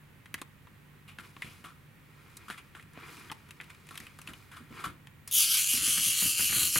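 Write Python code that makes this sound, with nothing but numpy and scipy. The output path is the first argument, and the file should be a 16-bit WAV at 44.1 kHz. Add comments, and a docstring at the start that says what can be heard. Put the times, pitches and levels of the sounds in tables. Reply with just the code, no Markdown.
"""First come light clicks, scuffs and rubbing: a hand holds a plastic wind-up beetle while a dog pads about.
Clicks are tiny noise snaps with a body ring, scuffs are grainy puffs, rubbing is noise that swells and fades.
Let go, the beetle whirrs off: escapement blows rattle its shell, slowing and speeding with each push of its legs.
Its legs then tap the mat: a noise tap and a damped low note. The small, quiet living room hums and hisses
throughout, as filtered noise and three tones."""
import sys
import numpy as np
from scipy import signal
from scipy.fft import rfft, irfft, next_fast_len
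from scipy.io import wavfile
from scipy.ndimage import uniform_filter1d, map_coordinates

SR = 44100
rng = np.random.default_rng(int(sys.argv[2]) if len(sys.argv) > 2 else 0)


def write(x):
    x = np.atleast_2d(x).T
    wavfile.write(sys.argv[1], SR, np.round(np.clip(x, -1, 1) * 32767).astype(np.int16))

N = 299439
TIME = np.arange(N) / SR  # seconds
TOP_HZ = 15900  # nothing sounds above this

# The room's steady noise, relative levels: pitch_hz, level_db
ROOM_NOISE = [(12, -68), (20, -17), (65, -8), (86, -3.5), (154, -3), (357, -16.5), (388, -17), (513, -19.5),
              (678, -25), (923, -20), (1860, -20), (2260, -19.5), (5380, -37), (12100, -34.5), (16000, -34)]
# How alike the room noise is at left and right: pitch_hz, likeness (1 = the same)
ROOM_LIKENESS = [(25, .55), (70, 0.84), (240, 0.63), (950, 0.35), (3770, 0.38), (15000, 0.62)]
# How long the walls' echo takes to fall by 60 dB: pitch_hz, decay_s
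WALL_DECAY = [(200, 0.15), (2000, 0.27), (12000, 0.12)]

# Strokes of hand and toy over the mat: peak_s, rise_s, fall_s, rub_db, hiss_db
STROKES = [(1.25, 0.024, 0.056, -57.5, -63), (1.49, 0.11, 0.14, -63, -61.5), (2.45, 0.29, 0.21, -61, -67.5),
           (3.01, 0.043, 0.24, -51.5, -71), (3.14, 0.11, 0.15, -56.5, -57), (3.72, 0.3, 0.2, -64.5, -69.5),
           (4.0, 0.11, 0.066, -61.5, -59.5), (4.33, 0.18, 0.17, -62.5, -64), (4.77, .05, .09, -50, -61.5),
           (5.288, 0.0066, 0.017, -61.5, -49.5)]
# Tone of the dull rubbing, relative levels: pitch_hz, level_db
RUB_TONE = [(88, -43), (150, -22), (190, -19), (312, -3), (457, -1), (570, -26), (953, -5), (2330, -6),
            (5000, -25.5), (6500, -53), (11000, -120)]
# Tone of the bright rubbing, relative levels: pitch_hz, level_db
HISS_TONE = [(2000, -1), (4000, 4), (7000, -0.5), (11000, 0), (16000, -9)]
GRIP_DB, GRIP_RATE = 1.65, 45  # the fingers catch and slip: depth, random points a second

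# Short scuffs of paws and fingers: start_s, level_db, body_hz, decay_s (to fall by 60 dB)
SCUFFS = [(0.377, -44, 1900, 0.12), (1.077, -45, 2680, 0.22), (1.195, -41.5, 1510, 0.11),
          (1.421, -41.5, 2600, 0.37), (1.64, -40.5, 1290, 0.26), (2.482, -38, 1420, 0.072),
          (2.504, -37, 1800, 0.19), (2.575, -40.5, 2560, 0.11), (2.75, -45, 1550, 0.24),
          (3.698, -43, 2230, .08), (3.907, -44.5, 1240, 0.2), (4.002, -50, 2270, 0.77),
          (4.285, -40.5, 1620, 0.11), (4.513, -44.5, 1620, 0.51), (4.564, -42, 1340, 0.14),
          (4.792, -40.5, 1470, 0.34), (4.839, -28, 1290, 0.16)]
SCUFF_TICK_DB = -10  # sets the treble of a scuff

# Claws and plastic parts clicking: start_s, level_db, body_hz, tick_db (higher is brighter)
CLICKS = [(0.258, -36, 1890, -14), (0.342, -17.5, 1830, -6), (0.416, -24.5, 940, -8.5),
          (0.671, -39.5, 1090, -24), (1.186, -28, 1530, -12), (1.366, -33.5, 970, -22),
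          (1.421, -20.5, 2080, -15), (1.642, -36, 1230, -24), (2.369, -32, 3600, 13),
          (2.501, -22.5, 1520, -13), (2.75, -31.5, 1590, -27), (2.797, -37.5, 2170, -15),
          (2.975, -33, 650, -26), (3.299, -26, 1290, -39), (3.316, -22, 966, -8.5), (3.508, -33, 2310, -3),
          (3.601, -27.5, 2020, -32), (3.612, -30, 1920, -12), (3.889, -35, 2510, -7),
          (3.909, -36, 1400, -6), (3.955, -32, 2440, -9), (3.976, -26, 2950, 0.5), (4.002, -32, 1860, -1),
          (4.068, -34.5, 2560, -12), (4.188, -32.5, 1330, -7), (4.216, -36, 2500, 3),
          (4.274, -26.5, 2820, -8.5), (4.335, -32.5, 2870, -12), (5.071, -36, 2170, -10),
          (5.276, -26.5, 2340, 12.5)]
KNOCK_DB, KNOCK_DB_PER_OCTAVE = -6.5, -12  # low knock of a 1 kHz body; higher-pitched bodies knock less
FIDGET_COUNT, FIDGET_LOUDEST_DB = 18, -41.5  # faint ticks of the toy in the fingers
HELD_START_S, HELD_END_S = 2.3, 4.9  # the toy is pressed to the mat

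# Soft paw falls: start_s, level_db, pitch_hz
PAWS = [(1.188, -48.5, 181), (1.443, -43, 148), (3.999, -47.5, 223), (4.288, -42.5, 178),
        (4.602, -47.5, 240), (4.706, -43.5, 238), (4.862, -38, 169)]
# The beetle's legs landing on the mat: start_s, tap_db, thud_db
LEG_STEPS = [(5.734, -37, -37), (5.808, -50, -40), (5.871, -34, -39.5), (5.973, -31.5, -40.5),
             (6.058, -49, -39), (6.218, -33.5, -37), (6.250, -38, -37), (6.392, -29.5, -37),
             (6.494, -34, -38.5), (6.525, -28, -41), (6.558, -37.5, -33), (6.617, -36.5, -37.5),
             (6.758, -22, -33.5)]
# Tone of a leg tip's tap, relative levels: pitch_hz, level_db
TAP_TONE = [(180, -20), (300, -5), (674, -19), (1480, -3), (1960, -2), (2270, -3), (3000, -36), (3900, -41),
            (6600, -120)]
# Tone of the soft mat, relative levels: pitch_hz, level_db
MAT_TONE = [(30, -22), (80, 0), (140, 0), (320, -6), (600, -20), (2000, -38)]
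LEG_THUD_HZ, LEG_THUD_SPREAD = 198, .2  # middle of the mat's notes, their random spread as a share
THUD_LAG_S = 0.00405  # the thud follows the tip's tap

# Tone of the plastic shell with the hand still close, relative levels: pitch_hz, level_db
SHELL_HELD_TONE = [(530, -65), (900, -34), (1050, -21.5), (1320, -11.5), (1910, -19.5), (2200, -8),
                   (3110, 0.5), (4080, -8), (4660, -2.5), (5310, -8), (7320, -5), (8050, -7), (10800, -1.5),
                   (15500, -13.5)]
# Tone of the shell walking free, relative levels: pitch_hz, level_db
SHELL_FREE_TONE = [(530, -31.5), (900, -33.5), (1170, -16), (1500, -17.5), (1980, -16), (2790, -0.5),
                   (3070, -2), (3760, -10), (4330, -3.5), (5500, -13.5), (6650, -3.5), (8150, -7),
                   (8960, -4), (10800, -1), (15500, -17.5)]
# Each push of the legs brakes the clockwork; gears take part of the rattle dip: peak_s, rattle_dip_db, shell_dip_db
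PUSHES = [(5.479, 7, 5.5), (5.658, 6, 5.5), (5.810, 7, 4.5), (6.004, 3.5, 0.5), (6.162, 6, 2),
          (6.360, 7, 4.5), (6.512, 5.5, 1.5), (6.716, 5.5, 9)]
RELEASE_S = 5.312  # the hand lets the spring go
STEEL_DB, GEARS_DB, SHELL_DB = -29, -33, -35  # base levels of steel rattle, gear clatter and shell ring
SPIN_UP_DB, SPIN_UP_S = 17, .025  # how far below speed steel and gears start, how fast they catch up
LOAD_S, UNLOAD_S = .04, .022  # a push loads the spring slowly and lets go quickly
FILL_DB, FILL_S = 4, .05  # the shell's ring lags behind the wheels: by how much, for how long
STEEL_SURGE_DB, STEEL_SURGE_S = 7.5, .18  # the escapement races while the legs are still unloaded
BODY_SURGE_DB, BODY_SURGE_S = 5.4, 0.24  # gears settle more slowly; the shell takes part of this surge


def amp(db):
    """Decibels to gain."""
    return 10 ** (np.asarray(db) / 20)


def unit(x):
    """Bring a sound to an average strength (rms) of 1."""
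    return x / np.sqrt(np.mean(x ** 2) + 1e-20)


def along(points, hz):
    """Read a (pitch_hz, value) table at any pitch, on a log pitch scale."""
    f, v = np.transpose(points)
    return np.interp(np.log(hz + 1), np.log(f + 1), v)


def wobble(rate):
    """A smooth random curve through this many random points a second."""
    return map_coordinates(rng.standard_normal(int(N * rate / SR) + 4), [TIME * rate])


def coloured(x, points):
    """Filter a sound to the gains of a (pitch_hz, level_db) table, with no sound ahead of its cause."""
    n = x.shape[-1]
    m = 2 * next_fast_len(n // 2 + 2048)
    log_gain = np.log(amp(along(points, np.fft.rfftfreq(m, 1 / SR))))
    # Folding the cepstrum forward in time makes the filter minimum phase.
    cepstrum = irfft(log_gain)
    cepstrum[1:m // 2] *= 2
    cepstrum[m // 2 + 1:] = 0
    return irfft(rfft(x, m) * np.exp(rfft(cepstrum)), m)[..., :n]


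def below(x, hz):
    """The part of a sound under a given pitch."""
    return signal.sosfiltfilt(signal.butter(6, hz, fs=SR, output="sos"), x)


def add(track, s, sound):
    """Mix a sound into a track at time s."""
    part = track[round(s * SR):][:len(sound)]
    part += sound[:len(part)]


def burst(t60, attack, points, grain_db):
    """A coloured, grainy puff of noise that rises and dies (t60: seconds to fall by 60 dB)."""
    t = np.arange(SR // 3) / SR
    shape = amp(-60 * t / max(t60, .003)) * (1 - np.exp(-t / attack))
    knots = t[::60]
    grain = unit(amp(grain_db * np.interp(t, knots, rng.standard_normal(len(knots)))))
    puff = coloured(shape * grain * rng.standard_normal(len(t)), points)
    # The table sets only the tone: the puff's energy is brought back to that of its shape.
    return puff / np.sqrt(np.sum(puff ** 2) / np.sum(shape ** 2)) / shape.max() / 2


def contact_colour(body_hz, tick_db):
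    """Tone of a contact: a low knock, one broad body resonance and a bright tick."""
    hz = np.geomspace(60, 16000, 60)
    knock_db = KNOCK_DB + KNOCK_DB_PER_OCTAVE * np.log2(body_hz / 1000)
    broad = [(60, knock_db - 5), (280, knock_db + 10), (680, knock_db / 2 - 5.0), (1050, -2.0), (3400, -6.0),
             (5500, tick_db - 7.5), (10500, tick_db - 3.0), (16000, tick_db - 18)]
    resonance_db = 9.6 * np.exp(-(np.log(hz / body_hz) / 0.25) ** 2)
    return np.transpose([hz, along(broad, hz) + resonance_db])


def in_room(x, wet_db, near_db, left_over_right_db):
    """Direct sound, a quick scatter off floor and bodies, and the walls' tail."""
    hz, t, z = signal.stft(rng.standard_normal((2, SR // 3)), SR, nperseg=256)
    tail = signal.istft(z * amp(-60 * t / along(WALL_DECAY, hz)[:, None]), SR, nperseg=256)[1]
    scatter = rng.standard_normal(tail.shape) * amp(-60 * np.arange(tail.shape[1]) / SR / 0.038)
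    answer = amp(wet_db) * tail / np.linalg.norm(tail[0])
    answer = answer + amp(near_db) * scatter / np.linalg.norm(scatter[0])
    delayed = np.pad(np.atleast_2d(x), ((0, 0), (30, 0)))  # echoes start 30 samples late
    echoes = signal.fftconvolve(delayed, answer, axes=1)[:, :N]
    return (x + echoes) * amp([[left_over_right_db / 2], [-left_over_right_db / 2]])


def background():
    """Low household rumble with a faint hum, under an even hiss."""
    # Shared and opposite parts are mixed so that left and right are as alike as the table asks.
    turn = np.arccos(np.clip(along(ROOM_LIKENESS, np.fft.rfftfreq(N, 1 / SR)), -1, 1)) / 2
    noise = coloured(rng.standard_normal((2, N)), ROOM_NOISE)
    mid, side = irfft(rfft(noise) * [np.cos(turn), np.sin(turn)], N)
    hum = np.zeros(N)
    for hz, db in [(97, -67.0), (147, -62.5), (1885, -74.5)]:
        hum += amp(db + 0.91 * wobble(4.7)) * np.sin(2 * np.pi * hz * TIME + wobble(3.1))
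    air = amp(-57.0) * unit(np.array([mid + side, mid - side]))
    return (air + hum) * amp([[-.7], [.7]])  # a little louder on the right


def friction_grains(tone):
    """Noise whose strength flickers finely, like many tiny catches of friction."""
    return unit(coloured(rng.standard_normal(N) * amp(2.3 * wobble(500)), tone))


def rubbing():
    """Fine grains of friction under the hand's strokes, each swelling and fading."""
    rub, hiss = np.zeros((2, N))
    for s, rise, fall, rub_db, hiss_db in STROKES:
        distance = np.clip((TIME - s) / np.where(TIME < s, rise, fall), -20, 20)
        swell = 1 / np.cosh(distance * np.sqrt(2))
        # Overlapping strokes add by power.
        rub = np.hypot(rub, amp(rub_db) * swell)
        hiss = np.hypot(hiss, amp(hiss_db) * swell)
    grip = amp(GRIP_DB * wobble(GRIP_RATE))
    return rub * grip * friction_grains(RUB_TONE) + hiss * friction_grains(HISS_TONE)


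def scuffs():
    """Short slides that catch and slip on the mat's grain."""
    track = np.zeros(N)
    for s, db, body_hz, t60 in SCUFFS:
        add(track, s, amp(db) * burst(t60, 0.0019, contact_colour(body_hz, SCUFF_TICK_DB), grain_db=3.0))
    return track


def fidgets():
    """Faint random ticks while the toy is held, as rows like CLICKS."""
    rows = []
    for when, softness, size, hardness in rng.random((FIDGET_COUNT, 4)):
        start_s = HELD_START_S + (HELD_END_S - HELD_START_S) * when
        rows.append((start_s, FIDGET_LOUDEST_DB - 6 * softness, 1700 + 1300 * size, -9 + 12 * hardness))
    return rows


def clicks():
    """Hard contacts: a very short snap with the struck body's brief, duller ring."""
    track = np.zeros(N)
    for s, db, body_hz, tick_db in list(CLICKS) + fidgets():
        snap = burst(.003, .00005, contact_colour(body_hz, tick_db + 3), grain_db=0)
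        ring = burst(0.032, 0.00036, contact_colour(body_hz, tick_db - 2), grain_db=4)
        add(track, s, amp(db) * (snap + amp(-5.5) * ring))
    return track


def thud(hz):
    """Weight on the mat: a dull, quickly damped note and a soft puff."""
    t = np.arange(SR // 3) / SR
    note = np.sin(2 * np.pi * hz * t) * amp(-60 * t / 0.12) * (1 - np.exp(-t / 0.001))
    return note + amp(-1.5) * burst(0.32, 0.0019, MAT_TONE, grain_db=2)


def steps():
    """The beetle's hard tips tap the mat and then thud into it; paws only thud."""
    track = np.zeros(N)
    for s, tap_db, thud_db in LEG_STEPS:
        add(track, s, amp(tap_db) * burst(0.082, 0.00057, TAP_TONE, grain_db=7))
        thud_hz = LEG_THUD_HZ * np.exp(LEG_THUD_SPREAD * rng.standard_normal())
        add(track, s + THUD_LAG_S, amp(thud_db) * thud(thud_hz))
    for s, db, hz in PAWS:
        add(track, s, amp(db) * thud(hz))
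    return track


def drive():
    """Levels of steel, gears and shell: a surge on release, then a dip with every push of the legs."""
    age = np.maximum(TIME - RELEASE_S, 0)
    spin_up_db = SPIN_UP_DB * np.exp(-age / SPIN_UP_S)
    steel_surge_db = STEEL_SURGE_DB * np.exp(-(age / STEEL_SURGE_S) ** 2) - spin_up_db
    body_surge_db = BODY_SURGE_DB * np.exp(-(age / BODY_SURGE_S) ** 2) - spin_up_db
    lag_db = FILL_DB * np.exp(-(age / FILL_S) ** 2)
    rattle_dip, shell_dip = np.zeros((2, N))
    for s, rattle_db, shell_db in PUSHES:
        load = np.exp(-((TIME - s) / np.where(TIME < s, LOAD_S, UNLOAD_S)) ** 2)
        rattle_dip += rattle_db * load
        shell_dip += shell_db * load
    steel_db = STEEL_DB + steel_surge_db - rattle_dip + .3 * wobble(30)
    gears_db = GEARS_DB + body_surge_db - 0.37 * lag_db - 0.53 * rattle_dip + 0.61 * wobble(25)
    shell_db = SHELL_DB + .8 * body_surge_db - lag_db - shell_dip + 0.56 * wobble(35)
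    return steel_db, gears_db, shell_db


def escapement(level_db, running, jitter_s, scatter_db, rebound_db):
    """Blows of the two pallets, one row each: a lighter load means faster and harder beats."""
    # The speed follows the level a little late.
    lagged_db = uniform_filter1d(np.where(running, level_db, -45), size=1300, origin=400)
    teeth_hz = 245 * amp(.38 * (lagged_db + 29))
    turned = np.cumsum(2 * teeth_hz * running) / SR  # two beats a tooth
    beats = np.searchsorted(turned, np.arange(int(turned[-1])) + 1e-6)
    chance = rng.standard_normal((len(beats), 4))
    pallet = np.arange(len(beats)) % 2
    at = beats + jitter_s * SR * chance[:, 0]
    size = amp(scatter_db * chance[:, 1] - 3 * pallet)  # the second pallet strikes more softly
    # The loose anchor chatters after each blow.
    rebound_at = at + SR * .0008 * np.exp(.35 * chance[:, 2])
    rebound_size = size * amp(rebound_db + 0.44 * chance[:, 3])
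    blows = np.zeros((2, N))
    for when, force in (at, size), (rebound_at, rebound_size):
        np.add.at(blows, (pallet, np.clip(when, 0, N - 1).astype(int)), force)
    return blows


def shell_ring(blows, dying):
    """Each pallet rings its own dense modes, which blend anew as the legs shift the body."""
    ring = np.zeros(N)
    for pallet in blows:
        poses = np.array([wobble(6) for _ in range(6)])
        modes = dying * rng.standard_normal((6, len(dying)))
        rings = signal.fftconvolve(pallet[None], modes, axes=1)[:, :N]
        ring += np.sum(poses * rings, 0) / np.linalg.norm(poses, axis=0)
    return unit(ring)


def delayed_by(x, seconds):
    """Each side of a sound, late by a changing time."""
    return np.array([map_coordinates(c, [(TIME - seconds) * SR]) for c in x])


def with_reflection(x):
    """The sound also bounces off the mat and the leaving hand; the changing detour sweeps its colour."""
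    hand_s = np.interp(TIME, [5.45, 5.62], [.0003, .0011])
    hand_share = np.interp(TIME, [5.55, 5.66], [.22, 0])
    mat_s = 0.000339 * np.exp(0.18 * wobble(11))  # the body rocks on its legs
    return x + hand_share * delayed_by(x, hand_s) + .2 * delayed_by(x, mat_s)


def even(band):
    """Smooth out a band's slow changes in loudness, so that drive() can set its level."""
    return band / np.sqrt(np.abs(uniform_filter1d(band.mean(0) ** 2, size=1500)) + 1e-4)


def clockwork():
    """Each beat cracks through the gears and rings the shell; its highest ring spreads unevenly to both sides."""
    steel_db, gears_db, shell_db = drive()
    running = TIME > RELEASE_S
    blows = escapement(steel_db, running, jitter_s=.00012, scatter_db=1.7, rebound_db=-5)
    t = np.arange(SR // 25) / SR
    # A quick fall, then a weaker, longer one.
    dying = (amp(-60 * t / .0035) + amp(-13) * amp(-60 * t / .03)) * (1 - np.exp(-t / .00015))
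    crack_power = np.abs(signal.fftconvolve(np.sum(blows ** 2, 0), dying ** 2)[:N])
    crack = np.sqrt(crack_power) * rng.standard_normal(N)
    beats = unit(.45 * unit(crack) + shell_ring(blows, dying))
    side = coloured(shell_ring(blows, dying), [(4000, -49), (9000, -34), (13000, -8.5)])
    pair = with_reflection(np.array([beats + side, beats - side]))
    # The tone passes from the held shell to the free one.
    free = np.interp(TIME, [5.55, 5.65], [0, 1])
    held_sound = unit(coloured(pair, SHELL_HELD_TONE))
    free_sound = unit(coloured(pair, SHELL_FREE_TONE))
    rattle = (1 - free) * held_sound + free * free_sound
    below_steel, below_gears = below(rattle, 8500), below(rattle, 4000)
    # The steel band is a little louder on the left than on the right.
    steel = amp(steel_db) * even(rattle - below_steel) * amp([[.6], [-.6]])
    gears = amp(gears_db) * even(below_steel - below_gears)
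    shell = amp(shell_db) * even(below_gears)
    return steel + gears + shell


def scene():
    """All sources in the room."""
    toy = in_room(clockwork(), wet_db=-12.5, near_db=-28, left_over_right_db=0.44)
    ticking = in_room(clicks(), wet_db=-15.5, near_db=-9.5, left_over_right_db=1.5)
    handling = in_room(scuffs() + rubbing(), wet_db=-12.5, near_db=-5.5, left_over_right_db=1.0)
    stepping = in_room(steps(), wet_db=-6.5, near_db=-10, left_over_right_db=-1.3)
    return background() + handling + ticking + stepping + toy


def record(dry):
    """Keep nothing at or above the band limit."""
    m = next_fast_len(N + SR // 2)
    return irfft(rfft(dry, m) * (np.fft.rfftfreq(m, 1 / SR) < TOP_HZ), m)[:, :N]


dry = scene()
out = record(dry)
write(out)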